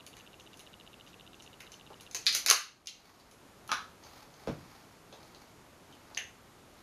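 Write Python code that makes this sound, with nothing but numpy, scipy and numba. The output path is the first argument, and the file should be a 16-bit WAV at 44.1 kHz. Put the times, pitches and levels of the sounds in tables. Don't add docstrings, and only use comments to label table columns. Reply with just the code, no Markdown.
import sys
import numpy as np
from scipy import signal
from scipy.fft import rfft, irfft
from scipy.io import wavfile
from scipy.ndimage import uniform_filter1d
from numba import njit

SR = 44100
rng = np.random.default_rng(int(sys.argv[2]) if len(sys.argv) > 2 else 0)


def to_wav(sig):
    pcm = np.clip(np.atleast_2d(sig), -1, 1) * 32767
    pcm = np.round(pcm).astype(np.int16)
    wavfile.write(sys.argv[1], SR, pcm.T)


N = 300762
T = np.arange(N) / SR


def undb(db):
    return 10 ** (np.asarray(db) / 20)


def unit(x):
    return x / np.sqrt(np.sum(x ** 2))


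def over_hz(points, hz):
    f, value = np.transpose(points)
    return np.interp(np.log(hz + 1), np.log(f), value)


def cut(x, hz, kind, order=2):
    return signal.sosfilt(signal.butter(order, np.minimum(hz, SR / 2 - 1), kind, fs=SR, output="sos"), x)


def ring(x, modes):
    total = 0
    for k, (hz, width, db) in enumerate(modes):
        mode = signal.lfilter(*signal.iirpeak(hz, hz / width, fs=SR), x)
        total = total + (-1) ** k * undb(db) * mode
    return total


def add(track, s, sound):
    i = max(int(s * SR), 0)
    track[i:i + len(sound)] += sound[:N - i]


def bend(x, lag_ms):
    khz = np.fft.rfftfreq(len(x), 1 / SR) / 1000
    turns = lag_ms * (2 * np.sqrt(khz) - khz / np.sqrt(khz[-1]))
    return irfft(rfft(x) * np.exp(-2j * np.pi * turns))


def reach(db, lowest_hz, at_db, db_per_octave):
    return max(lowest_hz * 2 ** ((at_db - db) / db_per_octave), 30)


# (frequency [Hz], decay time by 60 dB [s])
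ROOM_T60 = [(150, 0.43), (500, 0.18), (1500, 0.34), (4000, 0.33), (7000, 0.28), (14000, 0.23)]


def room(wet_db, build_s=0.001, first_s=.009, echo=0.21, echoes_s=.016):
    t = T[:16384]
    hz = np.fft.rfftfreq(len(t), 1 / SR)
    scatter = rfft(rng.standard_normal(len(t)) * (1 - np.exp(-t / build_s)))
    centres = np.log([f for f, _ in ROOM_T60])
    tail = 0
    for share, (_, t60) in zip(np.eye(len(centres)), ROOM_T60):
        band = irfft(scatter * np.interp(np.log(hz + 1), centres, share))
        tail = tail + band * np.exp(-np.log(1000) * t / t60)
    tail = unit(tail)
    echo_times = first_s + echoes_s * rng.random(size=4)
    tail[(echo_times * SR).astype(int)] += echo
    return signal.unit_impulse(len(t)) + undb(wet_db) * tail


def blows(events, modes, wet_db, splinters, piece_db, piece_q=2.6, splinter_spread_db=8, beam_db=1.7,
          edge_hz=8000, lag_ms=.2):
    out, t = np.zeros(N), T[:4096]
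    for s, db, lowest_hz, edge_db, tear_ms, ring_hz in events:
        kick, size = rng.standard_normal((2, len(t)))
        train = kick * undb(splinter_spread_db * size) * np.exp(-1000 * t / tear_ms)
        force = splinters * np.sqrt(tear_ms / 10) * unit(train)
        force[0] += 1
        sound = ring(bend(force, lag_ms), modes)
        piece = ring(sound, [(ring_hz, ring_hz / piece_q, piece_db)])
        sound = cut(sound + piece, lowest_hz, "high", order=3)
        lowpass = signal.butter(3, edge_hz, fs=SR, output="sos")
        dull = signal.sosfiltfilt(lowpass, np.pad(sound, 16))[16:-16]
        sound = undb(db) * unit(dull + undb(edge_db) * (sound - dull))
        spread_db = beam_db * np.log2(min(tear_ms / 2, 2))
        add(out, s, signal.fftconvolve(sound, room(wet_db + spread_db)))
    return out


# (frequency [Hz], relative density [dB per Hz])
AIR = [(15, -42), (25, -7), (103, -1), (404, -3), (450, -5), (811, -7), (1030, -8.5), (1180, -8),
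       (1720, -13), (2240, -15), (5880, -21), (6900, -19.5), (7890, -25), (11500, -24), (15000, -38)]
AIR_DB = -57.5


def air(whine_hz=11810, whine_width_hz=90, whine_db=-81):
    density_db = over_hz(AIR, np.fft.rfftfreq(N, 1 / SR))
    hiss = irfft(rfft(rng.standard_normal(N)) * undb(density_db), N)
    whine = ring(rng.standard_normal(N), [(whine_hz, whine_width_hz, 0)])
    return undb(AIR_DB) * hiss / hiss.std() + undb(whine_db) * whine / whine.std()


# (mean level [dB], lower ring [Hz], upper ring [Hz], mean upper ring level [dB])
MOTOR_TICKS = [(-31.5, 2870, 3770, -1.5), (-29, 2850, 3580, -5.5)]
# (first half [s], second half [s])
MOTOR_FIRST_S = (0.0648, 0.0742)
MOTOR_RATE, MOTOR_STEPS = 15, 32
MOTOR_JITTER_S, MOTOR_SCATTER_DB = .0013, 1.2


def motor(width_hz=450, detune=0.018):
    out, push = np.zeros(N), signal.unit_impulse(1024)
    for step in range(MOTOR_STEPS):
        for s, (db, low_hz, high_hz, high_db) in zip(MOTOR_FIRST_S, MOTOR_TICKS):
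            late, size, balance, pitch = rng.standard_normal(4)
            tick = 0
            for hz, mode_db in (low_hz, 0), (high_hz, high_db + MOTOR_SCATTER_DB * balance):
                mode = [(hz * np.exp(detune * pitch), width_hz * hz / low_hz, 0)]
                tick = tick + undb(mode_db) * unit(ring(ring(ring(push, mode), mode), mode))
            when = s + (step - 1) / MOTOR_RATE + MOTOR_JITTER_S * late
            add(out, when, undb(db + MOTOR_SCATTER_DB * size) * unit(tick))
    return out


# (frequency [Hz], width [Hz], relative level [dB])
RUSTLE = [(870, 390, 7.5), (2410, 1070, -1), (4610, 1340, -0.5), (6740, 470, -3), (10100, 8300, -14.5)]
# (start [s], RMS level before the room [dB], length before fading [s])
BRUSHES = [(2.97, -60.5, 0.14), (4.006, -58, 0.17), (4.372, -66, 0.11), (4.56, -62.5, 0.22),
           (5.095, -64.5, 0.32), (5.802, -70, .25), (6.695, -67.5, .1)]
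BRUSH_ATTACK_S, BRUSH_RELEASE_S = 0.056, 0.14


def handling(grain_db=5):
    grains = np.repeat(undb(grain_db * rng.standard_normal(N // 256 + 1)), 256)[:N]
    rub = ring(rng.standard_normal(N) * grains, RUSTLE)
    strokes = 0
    for s, db, length in BRUSHES:
        swell = np.clip((T - s) / BRUSH_ATTACK_S, 0, 1)
        fade = np.exp(-np.maximum(T - s - length, 0) / BRUSH_RELEASE_S)
        strokes = strokes + undb(db) * swell * fade
    return rub / rub.std() * strokes


# (time [s], level [dB], contact length [ms], main ring [Hz])
CLICKS = [(4.037, -30.5, 11, 4630), (4.3406, -35, 2.1, 4830), (5.126, -29.5, 12, 3720),
          (5.23, -36, 3, 4170), (5.348, -31, 2, 4100), (5.9255, -34, 3.3, 3060), (6.148, -21.5, 0.7, 4700),
          (6.1724, -11.5, 10, 1860), (6.1753, -10, 1.1, 2850), (6.1757, -9, 0.45, 6400)]
# (frequency [Hz], width [Hz], relative level [dB])
UTENSIL = [(710, 280, 0), (1770, 580, -4), (2780, 450, 3.5), (4480, 1500, -4), (6350, 280, 5),
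           (11000, 920, -13)]
CLICK_EDGE_DB = 10.5


def utensils():
    clicks = []
    for s, db, ms, hz in CLICKS:
        lowest_hz = reach(db, lowest_hz=2500, at_db=-33, db_per_octave=5.0)
        clicks.append((s, db, lowest_hz, CLICK_EDGE_DB, ms, hz))
    return blows(clicks, UTENSIL, wet_db=-0.5, splinters=0.95, piece_db=24.5, piece_q=6.9)


# (time [s], level [dB], contact length [ms], main ring [Hz])
BUMPS = [(1.903, -26.5, 7.4, 680), (4.4731, -7, 4.4, 560), (4.481, -12.5, 6.1, 232), (5.126, -27, 19, 700),
         (6.112, -30, 12, 650)]
# (frequency [Hz], width [Hz], relative level [dB])
TABLE = [(60, 60, -8.5), (145, 82, 1.5), (227, 100, 2), (322, 62, 3.5), (520, 133, -1), (880, 254, -7),
         (1290, 460, -14), (2770, 2300, -22.5), (4120, 3400, -24.5)]
BUMP_EDGE_DB = -5


def table():
    bumps = []
    for s, db, ms, hz in BUMPS:
        lowest_hz = reach(db, lowest_hz=480, at_db=-29, db_per_octave=5.5)
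        bumps.append((s, db, lowest_hz, BUMP_EDGE_DB, ms, hz))
    return blows(bumps, TABLE, wet_db=3.0, splinters=0.52, piece_db=-6.0, piece_q=4.8)


# (time [s], level [dB], gain above 8 kHz [dB], contact length [ms], main ring [Hz])
PLATE_CONTACTS = [(3.692, -14.5, -17, 3.6, 1610), (3.7164, -3, 14.5, 1.37, 1370),
                  (3.7174, -8, -5, 0.63, 5900), (3.727, -10, 3, 7.5, 3600)]
# (frequency [Hz], width [Hz], relative level [dB])
PLATE = [(330, 540, -13), (890, 340, -1.5), (1300, 270, 4), (1780, 203, -1), (2340, 460, -9),
         (3570, 550, -13.5), (3970, 180, -7.5), (6100, 940, -16), (10500, 1400, -35.5)]
PLATE_LOW_HZ, PLATE_BODY_HZ = 120, 4000


def plate(click_low_hz=2520):
    contacts = []
    for s, db, edge_db, ms, hz in PLATE_CONTACTS:
        lowest_hz = PLATE_LOW_HZ if hz < PLATE_BODY_HZ else click_low_hz
        contacts.append((s, db, lowest_hz, edge_db, ms, hz))
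    return blows(contacts, PLATE, wet_db=2.5, splinters=2.0, piece_db=-3, piece_q=4.2)


# (time [s], level [dB], lowest pitch [Hz], gain above 8 kHz [dB], tear length [ms], main ring [Hz])
CRACKS = [ (2.147, -9.5, 300, 3, 2.5, 6600), (2.148, -14, 250, -3.5, 3, 430),
          (2.266, 3, 1502, -11, 3.6, 4270), (2.2853, -9, 2970, -8, 1.3, 4450),
          (2.326, -7.5, 2020, 0, 8.8, 4500), (2.3497, -2, 280, 6.5, 2.3, 6200),
          (2.359, -14.5, 2000, -1, 4, 10100), (2.462, -2, 350, 5, 2.4, 5400),
          (2.484, -1.5, 300, -10.5, 6, 5500), (2.493, -4, 300, 0.5, 5.8, 1390),
          (2.5005, 11, 220, 4.5, 1.3, 6250), (2.5028, 8.5, 1480, -12.5, 0.73, 5800),
          (2.5103, 16, 402, -7, 1.6, 1224), (2.513, 13.5, 500, 11, 0.55, 6305),
          (2.521, 0.5, 800, -3, 5, 2700), (2.8715, -7, 4250, -7, 0.43, 5930),
          (2.872, -12.5, 2000, -20, 4.1, 3200)]
# (time [s], level [dB], main ring [Hz])
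STRAIN_TICKS = [(0.065, -25.5, 10400), (0.168, -28.5, 1810), (0.400, -34, 6600), (0.572, -33, 10400),
                (0.594, -28, 10700), (1.079, -35, 3400), (1.423, -30, 6700), (1.605, -24, 2010),
                (1.719, -25.5, 6500), (2.009, -28.5, 10700), (2.112, -24, 6430), (2.260, -21.5, 10500),
                (2.859, -25, 5470), (3.3127, -33, 10400), (3.677, -28.5, 10700)]
# (frequency [Hz], width [Hz], relative level [dB])
SHELL = [(464, 260, -5), (777, 245, -5.5), (1029, 230, -3.5), (1385, 350, -1.5), (2240, 630, 0.5),
         (2974, 320, 2), (4100, 1100, -1), (5300, 880, -1), (6295, 530, 2.5), (10950, 1900, -8),
         (14200, 840, -11.5)]
STRAIN_EDGE_DB, STRAIN_TEAR_MS = -0.5, 2.94
STRAIN_LOW_SHARE, STRAIN_LOW_HZ = .45, 2100
GRIP_S, FAINT_TICKS_PER_S, FAINT_TICK_DB, FAINT_TICK_HZ = 3.2, 3.4, -39, 5500


def shell(faint_spread_db=2, faint_spread_octaves=.4):
    chance = rng.standard_normal((int(GRIP_S * FAINT_TICKS_PER_S), 3))
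    faint = []
    for when, size, pitch in chance:
        hz = FAINT_TICK_HZ * 2 ** (faint_spread_octaves * np.tanh(pitch))
        faint.append((GRIP_S * (when % 1), FAINT_TICK_DB + faint_spread_db * size, hz))
    ticks = []
    for s, db, hz in STRAIN_TICKS + faint:
        lowest_hz = min(STRAIN_LOW_SHARE * hz, STRAIN_LOW_HZ)
        ticks.append((s, db, lowest_hz, STRAIN_EDGE_DB, STRAIN_TEAR_MS, hz))
    snaps = blows(CRACKS, SHELL, wet_db=1.4, splinters=1.4, piece_db=7, piece_q=4.97, lag_ms=.8)
    return snaps + blows(ticks, SHELL, wet_db=0.5, splinters=1.3, piece_db=2.5, piece_q=4, lag_ms=.4)


def port(x, dip_hz=7900, dip_width_hz=1500, depth=0.61):
    return x - np.clip(depth, 0, 1) * ring(x, [(dip_hz, dip_width_hz, 0)])


def scene():
    rustle = signal.fftconvolve(handling(), room(wet_db=-3.5))[:N]
    ticks = signal.fftconvolve(motor(), room(wet_db=-24))[:N]
    at_port = shell() + plate() + table() + utensils() + rustle + ticks
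    return (port(at_port) + air())[None]


@njit
def hold(level, fall):
    out, e = np.empty(len(level)), 0.
    for i in range(len(level)):
        e = max(level[i], e * fall)
        out[i] = e
    return out


RELEASE_DB_PER_S = 13
TOP_HZ = 15000


def record(dry, ceiling_db=-17.5, sense_s=0.0022):
    k = 1 / (sense_s * SR)
    level = np.sqrt(signal.lfilter([k], [1, k - 1], dry[0] ** 2))
    held = hold(level, float(undb(-RELEASE_DB_PER_S / SR)))
    gain = 1 / np.maximum(held / undb(ceiling_db), 1)
    gain = uniform_filter1d(gain, size=128)
    lowpass = signal.ellip(8, .2, 70, TOP_HZ, fs=SR, output="sos")
    return signal.sosfilt(lowpass, dry * gain)


dry = scene()
out = record(dry)
to_wav(out)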